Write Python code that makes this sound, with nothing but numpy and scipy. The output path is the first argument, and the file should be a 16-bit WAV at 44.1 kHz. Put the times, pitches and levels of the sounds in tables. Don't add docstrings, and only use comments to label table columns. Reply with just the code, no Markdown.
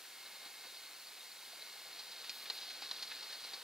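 import sys
import numpy as np
from scipy.fft import rfft, irfft, next_fast_len
from scipy.io import wavfile
from scipy.ndimage import map_coordinates

SR = 44100
rng = np.random.default_rng(int(sys.argv[2]) if len(sys.argv) > 2 else 0)


def generate_wav(signal):
    frames = np.transpose(np.atleast_2d(signal))
    scaled = np.clip(frames, -1, 1) * 32767
    pcm = np.round(scaled).astype(np.int16)
    wavfile.write(sys.argv[1], SR, pcm)


N = 160083

# [f/Hz, relative level/dB]
HISS_COLOUR = [(30, -28), (1000, -18), (3000, -4), (6000, 0), (8000, 0), (11000, 0), (15500, -0.5)]
# [f/Hz, level/dB]
HISS_WIDTH = [(100, -21), (1500, -42), (2800, -22.5), (5000, -5), (8000, -6.5), (12000, -7), (16000, -6.5)]
# [f/Hz, relative level/dB]
MOTOR_LINES = [(1679, -7.5), (1918, -13), (2139, 1), (2158, -10), (2237, -5.5)]
# [t/s, level/dB]
MOTOR_FADER = [(0, -84), (.11, -66.3), (.62, -66.3), (.74, -71), (.9, -70), (1.15, -74), (1.26, -69),
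               (1.34, -73), (1.43, -69), (1.55, -71.5), (1.62, -65), (2.05, -70), (2.3, -70.5), (3.63, -71)]
# [f/Hz, relative level/dB]
WASH_COLOUR = [(25, -36), (60, -31), (90, -14), (150, -10.5), (300, -4), (480, -1), (800, -1), (1200, 0.5),
               (1700, 0), (2600, 1), (3500, -2.5), (5000, -6.5), (9000, -23), (16000, -36.5)]
# [t/s, level/dB]
WASH_FADER = [(0.0, -58), (0.41, -57), (0.91, -58), (1.38, -58), (1.74, -57), (2.71, -55), (3.63, -55)]
# [t/s, level/dB]
PATTER_FADER = [(0.0, -59.5), (0.67, -55.5), (1.09, -57.5), (1.85, -55), (2.4, -51.5), (2.63, -49),
                (2.77, -52.5), (2.87, -49), (2.99, -51), (3.08, -49), (3.39, -53), (3.51, -51),
                (3.63, -55.5)]
# [t/s, starting f/Hz, level before onset/dB, ring time to -60 dB/s]
AIR_POCKETS = [(0.262, 3790, -44, .032), (0.770, 4240, -42.5, 0.03), (1.070, 4650, -41.5, 0.03),
               (1.207, 3750, -43.5, 0.036), (1.317, 4180, -44, .032), (1.532, 720, -53, .05),
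               (1.622, 3930, -40, .032), (1.930, 4220, -41, 0.029), (2.2948, 4850, -33, .02),
               (2.2948, 7000, -41, .02), (2.295, 2480, -42, .03), (2.5005, 4180, -26, .03),
               (2.578, 4250, -37, 0.013), (2.716, 4300, -37, 0.0098), (2.8206, 4760, -36, .008),
               (2.8215, 820, -47, 0.031), (2.849, 4400, -36, .01), (2.9118, 3960, -27.5, .024),
               (3.0245, 4220, -34, .04), (3.103, 4150, -39, .016), (3.150, 4250, -35.5, 0.018),
               (3.329, 4080, -38, .02), (3.3535, 4320, -36, .014), (3.540, 4290, -36.5, .028)]
# [t/s, smack level/dB, plunge level/dB, splash level/dB, spray level/dB, rise/s, length/s]
WING_SLAPS = [(0.254, -52, -61, -64, -50, .006, .022), (0.445, -54, -55.5, -57, -53, 0.0069, .028),
              (0.633, -58, -50, -55, -59, .008, .028), (1.617, -51, -74, -58, -49, .003, 0.011),
              (1.987, -48, -58, -61, -44, 0.0053, 0.022), (2.11, -39, -69, -66, -45, 0.005, 0.018),
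              (2.241, -47, -66, -48.5, -47, .002, 0.013), (2.295, -29, -65, -49, -37.5, .002, .009),
              (2.456, -43, -68, -47, -51, .002, .012), (2.5005, -26, -47, -42.5, -40, .001, .008),
              (2.562, -53, -69, -62, -45.5, 0.009, 0.033), (2.614, -35, -55, -50, -44.5, 0.0094, .026),
              (2.7, -50, -66, -47, -43, 0.0038, 0.012), (2.8195, -43, -52, -48.5, -45, .003, 0.014),
              (2.912, -28, -43.5, -47, -37, .001, .008), (3.023, -39, -55, -46, -38.5, 0.0029, .014),
              (3.111, -35, -51.5, -42, -49, 0.0025, 0.015), (3.225, -42, -50.5, -54, -43, .002, 0.011),
              (3.292, -44, -66, -54, -45.5, 0.0087, 0.03), (3.325, -42, -64, -49.5, -46.5, 0.0043, 0.021),
              (3.439, -38, -55, -50.5, -44, 0.0031, 0.017), (3.532, -46, -42.5, -49, -37, .007, .014)]
# [f/Hz, relative level/dB]
SMACK_COLOUR = [(30, -17), (100, -6), (200, -2), (400, -4), (800, 0), (2000, 2), (4200, 9), (6500, 0),
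                (10000, -1), (16000, -18)]
# [f/Hz, relative level/dB]
PLUNGE_COLOUR = [(30, -28), (150, -14), (300, -8), (470, -4.5), (620, -6), (850, 2.5), (1300, -5),
                 (2500, -22.5), (6000, -67)]
# [f/Hz, relative level/dB]
SPLASH_COLOUR = [(300, -46), (900, -18), (1600, 2.5), (2600, .5), (3800, -2), (8000, -45)]
# [f/Hz, relative level/dB]
SPRAY_COLOUR = [(800, -37), (2400, -16), (3800, 2.5), (5200, -1.5), (7000, -4.5), (10000, -4.5),
                (16000, -8.5)]
# [f/Hz, level/dB]
MIC_COLOUR = [(20, -4), (3000, 2), (3550, 3.5), (3900, 5), (4250, 8), (4600, 6), (5200, 3), (6000, -0.5),
              (8000, -8.5), (16000, -11)]
# [f/Hz, width/Hz, level/dB]
MIC_RESONANCES = [(455, 75, 1.5), (582, 110, -3), (796, 35, 3.5), (1230, 140, -1), (1497, 90, 3),
                  (1750, 54, 2.5), (2520, 37, 2.5), (2810, 55, 3), (3150, 50, 4), (3765, 60, 2),
                  (3890, 64, 2.5), (4240, 67, 5), (4480, 58, 3.5), (4886, 65, 5.5)]
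# [f/Hz, right port's lead/rad]
PORT_LEAD = [(20, -0.078), (2000, 0.016), (3000, 0.32), (4300, 0.7), (6400, 0.71), (9000, 1.2),
             (12000, 1.77), (15500, 2.3)]
# [start t/s, end t/s]
NARROW_SPANS = [(2.31, 2.455), (2.525, 2.575)]

HISS_DB = -55
WASH_DB, BUBBLE_DB, PATTER_DB, FIZZ_DB = .5, -11, -4.5, -3.5
BUBBLES_PER_S, BUBBLE_SPREAD_DB, BUBBLE_HZ, BUBBLE_CYCLES = 260, 1.5, 1291, 21.7
DROPS_PER_S, DROP_SPREAD_DB, DROP_HZ, DROP_CYCLES = 650, 2.5, 3720, 5.4
PLIP_ATTACK_S, PLIP_RISE_PER_S, PLIP_FLUTTER_RAD = .0004, 2, .4
PLUNGE_DB, SPLASH_DB, SPRAY_DB = -3.5, -2.5, -2.5
TAIL_DB, TAIL_S = -12.5, 0.034
SMACK_DB, SMACK_ECHO_S, SMACK_ECHO_DB = -1, .0048, -11
NARROW_ABOVE_HZ, NARROW_FADE_S = 6200, 0.025
TOP_HZ = 15680


def amp(db):
    return 10 ** (np.asarray(db) / 20)


def unit(x):
    return x / np.sqrt(np.mean(x ** 2) + 1e-20)


def along(points, hz):
    f, v = np.transpose(points)
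    return np.interp(np.log(hz + 1), np.log(f + 1), v)


def curve(rows):
    return np.interp(np.arange(N) / SR, *np.transpose(rows))


def wobble(rate):
    knots = rng.standard_normal(N // 10)
    return map_coordinates(knots, [np.arange(N) * rate / SR], mode="wrap")


def filtered(x, gain):
    m = 2 * next_fast_len(N // 2 + SR // 10)
    log_gain = np.log(np.maximum(gain(np.fft.rfftfreq(m, 1 / SR)), 1e-6))
    cepstrum = irfft(log_gain, m)
    cepstrum[1:m // 2] *= 2
    cepstrum[m // 2 + 1:] = 0
    return irfft(rfft(x, m) * np.exp(rfft(cepstrum)), m)[..., :N]


def heard(x, colour):
    def response(hz):
        peaks = sum(db / (1 + (2 * (hz - f) / width) ** 2) for f, width, db in MIC_RESONANCES)
        return amp(along(colour, hz) + along(MIC_COLOUR, hz) + peaks)
    return filtered(x, response)


def water(colour, clump_db, clump_rate):
    noise = rng.standard_normal(N)
    clumps = amp(clump_db * wobble(clump_rate))
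    return unit(heard(noise * clumps, colour))


def rings(per_s, spread_db, centre_hz, cycles, octaves, glide):
    count = int(per_s * N / SR)
    when, size, pitch = rng.random((count, 3)).T
    hz = centre_hz * 2 ** (octaves * (pitch[:, None] - .5))
    t = np.arange(int(2 * cycles / centre_hz * SR)) / SR
    age = hz * t / cycles
    size_db = spread_db * np.minimum(-np.log(1 - size), 4.1)
    tone = np.sin(2 * np.pi * hz * t * (1 + glide * age))
    waves = amp(size_db[:, None]) * tone * np.exp(-np.log(1000) * age)
    index = (when * N).astype(int)[:, None] + np.arange(len(t))
    return np.bincount(index.ravel(), waves.ravel(), N)[:N]


def hiss():
    mid, side = filtered(rng.standard_normal((2, N)), lambda hz: amp(along(HISS_COLOUR, hz)))
    side = filtered(side, lambda hz: amp(along(HISS_WIDTH, hz)))
    return amp(HISS_DB) * unit(np.array([mid + side, mid - side]))


def whine():
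    t, lines = np.arange(N) / SR, np.zeros(N)
    for hz, db in MOTOR_LINES:
        level = amp(db + .35 * wobble(11))
        lines += level * np.sin(2 * np.pi * hz * t + 0.14 * wobble(14))
    return np.sqrt(2) * amp(curve(MOTOR_FADER)) * lines


def pool():
    bubbles = rings(BUBBLES_PER_S, BUBBLE_SPREAD_DB, BUBBLE_HZ, BUBBLE_CYCLES, octaves=2.834, glide=0.12)
    bubbles = unit(heard(bubbles, WASH_COLOUR))
    drops = rings(DROPS_PER_S, DROP_SPREAD_DB, DROP_HZ, DROP_CYCLES, octaves=1.37, glide=0.039)
    drops = unit(heard(drops, SPRAY_COLOUR))
    wash = amp(WASH_DB) * water(WASH_COLOUR, clump_db=0.7, clump_rate=270) + amp(BUBBLE_DB) * bubbles
    fizz = water(SPRAY_COLOUR, clump_db=0, clump_rate=500)
    patter = amp(PATTER_DB) * drops + amp(FIZZ_DB) * fizz
    wash_level = amp(curve(WASH_FADER) + 0.4 * wobble(18))
    patter_level = amp(curve(PATTER_FADER) + 0.74 * wobble(20))
    return wash_level * wash + patter_level * patter


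def plips():
    t, out = np.arange(N) / SR, np.zeros(N)
    flutter = PLIP_FLUTTER_RAD * wobble(600)
    for s, hz, db, ring_s in AIR_POCKETS:
        u = np.clip(t - s, 0, 3 * ring_s)
        envelope = amp(db - 60 * u / ring_s) * (1 - np.exp(-u / PLIP_ATTACK_S))
        phase = 2 * np.pi * hz * u * (1 + PLIP_RISE_PER_S * u / 2)
        out += envelope * np.sin(phase + flutter)
    return out


def splashes():
    t, levels = np.arange(N) / SR, np.zeros((3, N))
    for s, _, plunge_db, splash_db, spray_db, rise, length in WING_SLAPS:
        start = round(s * SR)
        span = slice(start, start + SR // 5)
        u = t[span] - t[span][0]
        burst = np.exp(-(u / length) ** 2)
        falling_back = amp(TAIL_DB) * np.exp(-u / TAIL_S)
        shape = (1 - np.exp(-u / rise)) * (burst + falling_back)
        levels[:, span] += amp([[plunge_db], [splash_db], [spray_db]]) * shape
    plunge = amp(PLUNGE_DB) * water(PLUNGE_COLOUR, clump_db=3.5, clump_rate=390)
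    splash = amp(SPLASH_DB) * water(SPLASH_COLOUR, clump_db=1, clump_rate=1000)
    spray = amp(SPRAY_DB) * water(SPRAY_COLOUR, clump_db=.9, clump_rate=700)
    return np.sum(levels * [plunge, splash, spray], axis=0)


def smacks():
    pulses, click = np.zeros(N), np.zeros(N)
    click[0] = 1
    for s, db, *_ in WING_SLAPS:
        pulses[round(s * SR)] += amp(db)
        pulses[round((s + SMACK_ECHO_S) * SR)] += amp(db + SMACK_ECHO_DB)
    click_peak = np.abs(heard(click, SMACK_COLOUR)).max()
    return amp(SMACK_DB) * heard(pulses, SMACK_COLOUR) / click_peak


def scene():
    return smacks() + splashes() + plips() + pool() + whine() + hiss()


def record(dry):
    m, t = next_fast_len(N + SR // 10), np.arange(N) / SR
    hz, spectrum = np.fft.rfftfreq(m, 1 / SR), rfft(dry, m)
    half_lead = .5j * along(PORT_LEAD, hz)
    wide = spectrum * np.exp(half_lead * np.array([[-1], [1]]))
    centred = np.where(hz > NARROW_ABOVE_HZ, spectrum[0], wide)
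    share = np.zeros(N)
    for start, end in NARROW_SPANS:
        share += np.clip(np.minimum(t - start, end - t) / NARROW_FADE_S + .5, 0, 1)
    both = (1 - share) * irfft(wide, m)[:, :N] + share * irfft(centred, m)[:, :N]
    return irfft(rfft(both, m) * (hz < TOP_HZ), m)[:, :N]


dry = scene()
out = record(dry)
generate_wav(out)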